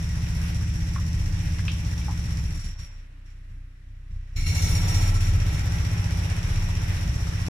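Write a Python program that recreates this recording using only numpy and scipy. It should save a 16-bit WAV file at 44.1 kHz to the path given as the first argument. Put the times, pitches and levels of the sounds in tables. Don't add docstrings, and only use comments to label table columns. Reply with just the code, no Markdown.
import sys
import numpy as np
from scipy import signal
from scipy.io import wavfile
from scipy.ndimage import uniform_filter1d

SR = 44100
rng = np.random.default_rng(int(sys.argv[2]) if len(sys.argv) > 2 else 0)


def store_pcm(level_fs):
    pcm = np.round(np.clip(level_fs, -1, 1) * 32767).astype(np.int16)
    wavfile.write(sys.argv[1], SR, np.atleast_2d(pcm).T)


def decibels_to_gain(level_db):
    exponent = np.asarray(level_db, float) / 20
    return 10 ** exponent


N = 334719
T = np.arange(N) / SR
START_S = 4.362
BACK = T > START_S
FORTH = T < START_S


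def rms_one(x):
    return x / np.sqrt(np.mean(x ** 2) + 1e-20)


def in_time(rows):
    s, *columns = np.transpose(rows)
    return [np.interp(T, s, c) for c in columns]


def at_hz(points, hz):
    return np.interp(np.log(hz), np.log(np.array(points)[:, 0]), np.array(points)[:, 1])


def joined(*levels_db):
    return 10 * np.log10(sum(10 ** (db / 10) for db in levels_db))


def drift(rate):
    r = np.exp(-80 * np.pi * rate / SR)
    slow = signal.lfilter([1], [1, -2 * r, r * r], rng.standard_normal(N // 40 + 2002))[2000:]
    return np.interp(np.arange(N) / 40, np.arange(len(slow)), rms_one(slow))


def resonance(x, hz, width):
    r = np.exp(-np.pi * width / SR)
    return signal.lfilter([1, 0, -1], [1, -2 * r * np.cos(2 * np.pi * hz / SR), r * r], x)


def ringing(hz, width):
    return rms_one(resonance(rng.standard_normal((2, N)), hz, width))


# frequency in Hz, shared part from 0 to 1.
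LIKENESS = [(60, 1), (130, 0.98), (250, 0.03), (500, 0.82), (1000, 0.02), (5000, 0.15), (15000, 0.2)]
# frequency in Hz, left minus right in dB.
LEAN = [(200, 0), (350, -1.5), (700, -.5), (1300, -1), (2400, 0), (8000, 0), (10000, -5), (12500, -10.5),
        (15000, -10)]
PORT_LAG = 25


def stereo(near, other, hz):
    alike, lean = np.clip(at_hz(LIKENESS, hz), 0, 1), at_hz(LEAN, hz) / 2
    late = np.roll(near, int(PORT_LAG * np.clip(np.log2(hz / 180), 0, 1)))
    right = alike * near + np.sqrt(1 - alike ** 2) * other
    return np.sqrt(2) * np.array([late * decibels_to_gain(lean), right * decibels_to_gain(-lean)])


def banded_noise(spectrum, level_db, patchy_db):
    low, high = spectrum[0][0], spectrum[-1][0]
    edges = np.geomspace(low, high, int(2 * np.log2(high / low)) + 2)
    centres = np.sqrt(edges[1:] * edges[:-1])
    total = np.sqrt(np.sum(decibels_to_gain(at_hz(spectrum, centres)) ** 2 * np.diff(edges)) / (SR / 2))
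    out, together, white = 0, drift(1.9), rng.standard_normal((2, 2, N))
    for k, hz in enumerate(centres):
        sos = signal.butter(2, edges[k:k + 2], "band", fs=SR, output="sos")
        band = signal.sosfilt(sos, white[k % 2])
        gain_db = at_hz(spectrum, hz) + level_db(hz) + patchy_db * (together + drift(22.0))
        out = out + decibels_to_gain(gain_db) * stereo(*band, hz)
    return out / total


DOOR_SHIFT = 2.5
UPPER_BEND = .16


def orders(table, turns, lag, shift, bend, drag, wander_db):
    out = 0
    for k, level_db in table:
        phase = 2 * np.pi * k * (turns - lag) + shift + bend * (k - 6.7) ** 2 - drag * (k == 5)
        phase = phase + .18 * drift(.8) + .15 * rng.standard_normal()
        phase = phase + DOOR_SHIFT * (k == 11) + UPPER_BEND * max(k - 13, 0) ** 2
        out = out + decibels_to_gain(level_db + wander_db * drift(3.8)) * np.cos(phase)
    return rms_one(out)


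# time in seconds, lead in turns.
LEAD = [(0, -.398), (1.2, -.405), (1.5, -.422), (2.4, -.53), (2.9, -.9), (4.36, -.82), (4.5, -1),
        (4.65, -1.15), (4.8, -1.18), (5.4, -1.176), (5.7, -1.11), (6, -1.06), (6.6, -1), (7.2, -.965),
        (7.5, -.958)]
SHAFT_HZ = 15.4


def shaft():
    return SHAFT_HZ * T + in_time(LEAD)[0]


# start in seconds, squeal level in dB, hold in seconds, jolt of the cabinet in dB.
GRIPS = [(2.353, -83, 0.12, -32), (2.54, -44.5, 0.018, -25.5), (2.59, -48, 0.021, -58),
         (2.636, -47.5, 0.055, -30.5), (2.783, -52.5, 0.059, -36), (2.856, -68, 0.11, -46),
         (2.98, -77, 0.058, -53), (3.251, -68.5, 0.07, -72), (3.346, -78, 0.054, -70),
         (3.487, -78, 0.046, -41), (3.86, -93, 0.16, -45.5), (4.1, -73.5, 0.071, -38),
         (4.358, -42.5, 0.094, -27), (4.457, -37, 0.15, -21.5), (4.547, -36.5, 0.075, -31.5),
         (4.616, -34, 0.12, -21.5), (4.706, -39.5, 0.15, -22.5), (4.746, -37, 0.034, -47),
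         (4.81, -43.5, 0.079, -25), (4.873, -36.5, 0.051, -27), (4.935, -35.5, 0.049, -27),
         (5.005, -37.5, 0.087, -33), (5.14, -42, 0.033, -25.5), (5.202, -41.5, 0.1, -28.5),
         (5.317, -84, 0.064, -22), (5.4, -76, .04, -46), (5.458, -48.5, 0.078, -34),
         (5.527, -45, 0.082, -28), (5.606, -72, 0.05, -38), (5.706, -58, 0.063, -26.5),
         (5.774, -57, 0.092, -29)]
GRIP_ATTACK_S, GRIP_SAG_DB_PER_S, GRIP_RELEASE_DB_PER_S = 0.01, 47, 281.5


def grips():
    t = np.arange(0, N, 32) / SR
    squeals, jolts = [], []
    for s, squeal_db, hold, jolt_db in GRIPS:
        age = t - s
        bite_db = 20 * np.log10(np.clip(age / GRIP_ATTACK_S, 1e-5, 1))
        release_db = GRIP_RELEASE_DB_PER_S * np.clip(age - hold, 0, 1)
        shape_db = bite_db - GRIP_SAG_DB_PER_S * age - release_db
        shape_db = np.where(age > 0, np.maximum(shape_db, -100), -100)
        squeals.append(squeal_db + shape_db)
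        jolts.append(jolt_db + shape_db)
    return in_time(np.transpose([t, joined(*squeals), joined(*jolts)]))


# time in seconds, level in dB.
EFFORT = [(0, -47), (2.35, -47.5), (2.52, -52.5), (2.68, -56), (2.76, -59.5), (3.0, -62.5), (3.1, -65),
          (3.8, -65.5), (4.1, -65), (4.35, -61.5), (4.38, -55), (4.46, -56.5), (4.52, -47.5), (4.97, -40.5),
          (5.19, -44.5), (5.4, -43), (6.0, -43), (7.5, -45)]
KNEE_DB = -53
TREBLE_DB, TREBLE_ABOVE, TREBLE_BELOW = -52.5, 0.48, 2.2
SHAKE_DB, SHAKE_ABOVE, SHAKE_BELOW = -29, 0.4, 7
GRIP_HISS_DB, GRIP_HISS_FOLLOWS = -56.5, 0.57
GRIP_TREBLE_DB, GRIP_TREBLE_FOLLOWS = -51.5, 0.77


def motor():
    effort_db, = in_time(EFFORT)
    above, below = np.maximum(effort_db - KNEE_DB, 0), np.minimum(effort_db - KNEE_DB, 0)
    grip_db, jolt_db = grips()
    hiss_db = joined(effort_db, GRIP_HISS_DB + GRIP_HISS_FOLLOWS * (grip_db + 53.5))
    treble_db = joined(TREBLE_DB + TREBLE_ABOVE * above + TREBLE_BELOW * below,
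                       GRIP_TREBLE_DB + GRIP_TREBLE_FOLLOWS * (grip_db + 51))
    shake_db = joined(SHAKE_DB + SHAKE_ABOVE * above + SHAKE_BELOW * below,
                      uniform_filter1d(jolt_db, size=400))
    resting_db = np.clip(-61 - hiss_db, 0, 12)
    return hiss_db - resting_db, treble_db - hiss_db, shake_db


# multiple of the shaft rate, level in dB.
FORWARD = [(1, -29), (2, -2), (3, -9), (4, -1), (5, 0), (6, -2), (7, -3), (8, -7), (9, -14), (10, -9),
           (11, -6), (12, -15), (13, -18), (14, -27), (15, -28), (16, -33), (17, -31), (18, -30), (19, -27),
           (20, -24), (21, -40), (22, -38)]
REVERSE = [(1, -29), (2, -4), (3, -14), (4, -3), (5, -5), (6, 0), (7, -3), (8, -10), (9, -17), (10, -13),
           (11, -11), (12, -21), (13, -28), (14, -33), (15, -30), (16, -33), (17, -30), (18, -35),
           (19, -33), (20, -27), (21, -35), (22, -36)]
# frequency in Hz, density in dB per Hz.
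RATTLE = [(15, -24), (28, -5.5), (48, 10), (97, 9.5), (178, -2), (237, -29.5), (303, -1), (400, -28),
          (520, -53), (880, -120)]
UPPER_DB, UPPER_FALL_DB = -42, 0.5
RATTLE_FORWARD_DB = -1


def cabinet(turns, shake_db):
    upper = [(k, UPPER_DB - UPPER_FALL_DB * (k - 23)) for k in range(23, 38)]
    forward = orders(FORWARD + upper, turns, .3, -.19, .02, 1.8, 1.2)
    reverse = orders(REVERSE + upper, turns, .34, .31, .02, .62, 1.2)
    shake = decibels_to_gain(shake_db + 0.5) * np.where(T < 3.6, forward, reverse)
    rattle_db = shake_db - 9.5 + RATTLE_FORWARD_DB * (T < 2.5)
    lagged = np.gradient(shake) * 4.1
    body = shake + lagged * [[1], [-1]] + banded_noise(RATTLE, lambda hz: rattle_db, patchy_db=1.0)
    driven = np.clip((shake_db + 42) / 8, 0, 1)
    dull = signal.sosfiltfilt(signal.butter(3, 140, fs=SR, output="sos"), body)
    return driven * body + (1 - driven) * dull


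BRAKE_BASS_DB, BRAKE_TREBLE_DB, SURGE_BASS_DB, SURGE_S = -3.5, -5, 4, (4.5, 5.18)


def brush_level(turns, hiss_db, bright_db):
    angle = turns % 1
    ticks_db = 8 * np.exp(-angle / 0.03) + 4 * np.exp(-((angle - .27) % 1) / 0.027)
    beat_db = ticks_db + 3 * (angle < .45) - 2.5
    beat_db = beat_db * np.clip(0.64 + 0.19 * drift(14.0), .2, 1.35)
    braking = uniform_filter1d(((T > 2.55) & FORTH) * 1., size=3000)
    surge = uniform_filter1d(((T > SURGE_S[0]) & (T < SURGE_S[1])) * 1., size=3000)

    def level_db(hz):
        treble = np.clip(np.log2(hz / 2800), 0, 1)
        bass = np.clip(np.log2(1200 / hz), 0, 1)
        level = hiss_db + (BRAKE_BASS_DB * braking + SURGE_BASS_DB * surge) * min(1, 3 * bass)
        level = level + BRAKE_TREBLE_DB * braking * (hz > 7500)
        level = level - 0.8 * bass * np.clip(bright_db + 10.0, 0, 8) + treble * (bright_db + 3.0)
        return level + (0.41 + 0.79 * treble) * beat_db

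    return level_db


# frequency in Hz, density in dB per Hz.
HISS = [(130, -49), (220, -12.5), (309, -6.5), (337, -1.5), (518, -8), (556, -9), (630, 1.5), (1400, -12),
        (1900, -2.5), (4390, -16), (5640, -14), (6510, -23.5), (12100, -19), (14800, -27.5), (15600, -47)]


def brushes(level_db):
    return decibels_to_gain(1.0) * banded_noise(HISS, level_db, patchy_db=1.26)


# frequency in Hz, width in Hz, level in dB.
HOUSING = [(1920, 32, -12), (2320, 470, -11.5), (5610, 410, -3), (7440, 390, -14), (10850, 40, -31)]
# frequency in Hz, width in Hz, level in dB, dB more in the second direction.
PANELS = [(264, 4, -23, 9), (309, 2, -14, 1), (410, 3, -20, 8), (436, 5, -20, -4), (573, 4, -14, 2),
          (690, 8, -19, 4), (826, 10, -19, 4), (1332, 40, -28, 6)]


def housing(level_db, hiss_db):
    out = 0
    squeal_db = grips()[0]
    for hz, width, ring_db, *back_db in HOUSING + PANELS:
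        locked_db = np.clip(squeal_db - hiss_db + 16, 0, 4) * (5000 < hz < 6000)
        gain_db = ring_db + level_db(hz) - locked_db + sum(back_db) * BACK
        out = out + decibels_to_gain(gain_db) * stereo(*ringing(hz, width), hz)
    return out


# time in seconds, level in dB.
PUMP = [(0.0, -76), (0.66, -34.5), (1.3, -17), (2.0, -34.5), (2.67, -30), (3.0, -29.5), (3.08, -36),
        (3.56, -31.5), (3.77, -36.5), (4.04, -34.5), (4.16, -25.5), (4.3, -31), (4.42, -15.5), (4.6, -25),
        (5.3, -15), (6.0, -40), (6.6, -18.5), (7.48, -46)]
# multiple of the pump rate, level in dB.
THROB = [(1, 10), (2, 2.5), (3, 0), (4, -12.5), (5, -51.5), (6, -21.5), (7, -76), (8, -81), (9, -57.5),
         (10, -29)]
PUMP_HZ, PUMP_SWELL_DB, PUMP_SWELLS_PER_S = 30.75, 1.2, 5


def pump():
    throb = orders(THROB, PUMP_HZ * T, lag=.1, shift=.3, bend=.02, drag=0, wander_db=.6)
    pipe = stereo(*ringing(279, 5.0), 400)
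    throb_db = in_time(PUMP)[0] - 6.5 + PUMP_SWELL_DB * drift(PUMP_SWELLS_PER_S)
    return decibels_to_gain(throb_db) * throb + decibels_to_gain(-70.0) * pipe * np.clip((4.15 - T) / 0.085, 0, 1)


# frequency in Hz, density in dB per Hz.
ROOM = [(76, -29), (130, 9.5), (194, -11), (219, -59), (278, -15), (340, -13.5), (407, -18), (518, -23),
        (907, -36), (1220, -20), (1530, -12.5), (3400, -25), (15600, -39.5)]
ROOM_DB = -64.5


def room():
    return banded_noise(ROOM, lambda hz: ROOM_DB + 3.5, patchy_db=.8)


# start in seconds, peak in dB, pitch in Hz, 60 dB decay in seconds,
# width as a share of the pitch.
KNOCKS = [(0.954, -32, 1840, 0.04, 0.16), (0.961, -20, 1125, 0.078, 0.072), (0.964, -36, 1900, 0.084, 0.24),
          (0.982, -26.5, 1150, 0.18, 0.16), (1.585, -29, 1900, 0.15, 0.96),
          (1.594, -27.5, 1730, 0.08, 0.15), (1.59, -32, 1110, 0.08, 0.16), (1.681, -17.5, 2620, 0.41, 0.1),
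          (1.683, -28, 3120, 0.19, 0.073), (1.683, -27, 1100, 0.097, 0.79),
          (2.015, -27, 2330, 0.064, 0.072), (2.76, -48, 696, 0.15, 0.08), (2.82, -53, 706, 0.15, 0.08),
          (2.083, -20, 846, 0.22, 0.073), (6.688, -29, 840, 0.97, 0.44), (7.27, -30.5, 1120, 0.94, 0.29)]


def knocks():
    out, t = np.zeros((2, N)), np.arange(int(.3 * SR)) / SR
    for s, peak_db, hz, t60, share in KNOCKS:
        burst = rng.standard_normal((2, len(t)))
        burst[:, [2, 420]] = 15, 7
        ring = 0
        for side in (-.5, .5):
            split = resonance(burst, hz * (1 + side * share), share * hz / 2)
            ring = ring + resonance(split, hz, 2 * share * hz)
        ring = rms_one(ring) * decibels_to_gain(-60 * t / min(.11, t60))
        tail = resonance(resonance(burst[::-1], 1.12 * hz, 0.4 * hz), 1.05 * hz, .7 * hz)
        tail = rms_one(tail) * decibels_to_gain(-0.5 - 60 * t / t60)
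        struck = np.sin(2 * np.pi * hz * t) * decibels_to_gain(-60 * t / min(0.05, t60))
        struck = struck * (share < .2)
        knock = (1.02 * ring + tail + 1.84 * struck) * np.minimum(t / 0.00025, 1)
        at = round(s * SR)
        out[:, at:at + len(t)] += decibels_to_gain(peak_db - 19.0) * knock
    return out


LOW_START_DB, LOW_FALL_DB_PER_S, LOW_REST_DB = 0, 50, -8.5
NEXT_PEAK_S, NEXT_SPAN_S, NEXT_PEAK_DB, NEXT_REST_DB = 4.64, 0.071, -4, -10.5


def load():
    falling_db = LOW_START_DB - LOW_FALL_DB_PER_S * np.clip(T - START_S - .12, 0, 9)
    low_db = np.where(T > START_S - .1, np.maximum(falling_db, LOW_REST_DB), LOW_REST_DB)
    near_speed = np.exp(-((T - NEXT_PEAK_S) / NEXT_SPAN_S) ** 2)
    next_db = NEXT_REST_DB + (NEXT_PEAK_DB - NEXT_REST_DB) * near_speed
    return grips()[0], low_db, next_db


# frequency in Hz, width in Hz, level in dB.
BRUSH = [(2230, 50, -9), (2760, 40, -17), (3610, 35, -15), (4030, 50, -19), (4250, 34, -13), (5580, 46, 0),
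         (6240, 33, -8), (6650, 35, -16), (7120, 41, -9), (8040, 71, -19), (9190, 43, -15),
         (10600, 41, -16), (11900, 46, -19), (12400, 30, -23), (14400, 35, -17), (14900, 60, -27)]
# time in seconds, level in dB.
SING = [(2.45, -90), (2.54, -65), (2.7, -46.5), (2.76, -59), (2.8, -47), (2.95, -63), (3.02, -70),
        (3.08, -92), (4.44, -90), (4.47, -46.5), (4.9, -37), (5.09, -44), (5.13, -64.5), (5.21, -48),
        (5.35, -55), (5.6, -65), (5.8, -88)]
HIGH_DB_PER_DB = .5
BRAKE_MUTE_DB = -10
BACK_MODES_DB = -5.5
TOP_DB_PER_DB = 2


def squeal():
    main_db, low_db, next_db = load()
    steady_db = joined(main_db, in_time(SING)[0]) - main_db
    out = 0
    for hz, width, level_db in BRUSH:
        main = 5000 < hz < 6000
        if hz < 3000 or 4000 < hz < 4800:
            own_db = low_db + 6
        elif 6000 < hz < 6400:
            own_db = next_db + 7
        else:
            own_db = -1.5
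        own_db = own_db + (steady_db - 1.5) * main + 12.0 * (hz > 13000)
        own_db = own_db + HIGH_DB_PER_DB * np.clip(-72 - main_db, 0, 16) * (hz > 10000)
        own_db = own_db + FORTH * (2.8 * (10000 < hz < 11000) - 4.0 * (7000 < hz < 7200))
        if hz < 5000 or 6000 < hz < 7000 or 8000 < hz < 9500 or hz > 14000:
            own_db = own_db + BRAKE_MUTE_DB * FORTH
        if 11000 < hz < 13000:
            lasting_db = TOP_DB_PER_DB * np.clip(-46 - main_db, 0, 18) * (hz > 12000)
            own_db = own_db + np.where(BACK, BACK_MODES_DB + lasting_db, -15)
        wobble = np.cumsum(hz + 0.27 * width * np.array([drift(24.1), drift(24.74)]), axis=1)
        pure = (1 if hz > 5000 else .6) * np.sin(2 * np.pi * wobble / SR)
        rough = (.55 if main else .7 if hz > 5000 else 1.1) * ringing(hz, 2.2 * width)
        out = out + decibels_to_gain(level_db + own_db + 1.0 * drift(7.0)) * stereo(*(pure + rough), hz)
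    return decibels_to_gain(main_db - 0.5) * out


WHINE_HZ, WHINE_WIDTH_HZ, WHINE_DB = 1335, 40, -52
WHINE_PEAK_S, WHINE_RISE_DB_PER_S, WHINE_FALL_DB_PER_S = 5.13, 15, 13


def whine(turns):
    age = T - WHINE_PEAK_S
    level_db = WHINE_DB + np.where(age < 0, WHINE_RISE_DB_PER_S, -WHINE_FALL_DB_PER_S) * age
    level_db = level_db + 1.3 * drift(13.0) + 5.0 * np.cos(2 * np.pi * (2 * turns + 0.34))
    rough = resonance(rng.standard_normal((2, N)), WHINE_HZ, WHINE_WIDTH_HZ)
    rough = rms_one(resonance(rough, WHINE_HZ, 3 * WHINE_WIDTH_HZ))
    tone = np.sin(2 * np.pi * np.cumsum(WHINE_HZ + 8 * drift(15.0)) / SR) + .6 * rough
    return decibels_to_gain(level_db) * BACK * stereo(*tone, WHINE_HZ)


def scene():
    turns = shaft()
    hiss_db, bright_db, shake_db = motor()
    level_db = brush_level(turns, hiss_db, bright_db)
    machine = cabinet(turns, shake_db) + brushes(level_db) + housing(level_db, hiss_db) + pump()
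    return machine + room() + knocks() + squeal() + whine(turns)


def top_cut(x):
    return signal.sosfilt(signal.butter(12, 15730, fs=SR, output="sos"), x)


MIC_HISS_DB = -89.5
END_S, END_FADE_S = 7.4848, .0006


def record(dry):
    dull = signal.sosfiltfilt(signal.butter(6, 12600, fs=SR, output="sos"), dry)
    stepped = dull + decibels_to_gain(-13) * (dry - dull)
    heard = signal.sosfilt(signal.cheby2(14, 40, 15350, fs=SR, output="sos"), stepped)
    heard = heard + decibels_to_gain(MIC_HISS_DB) * np.diff(rng.standard_normal((2, N + 1)))
    heard = .55 * np.tanh(heard / .55)
    return top_cut(heard * np.clip((END_S - T) / END_FADE_S, 0, 1))


dry = scene()
out = record(dry)
store_pcm(out)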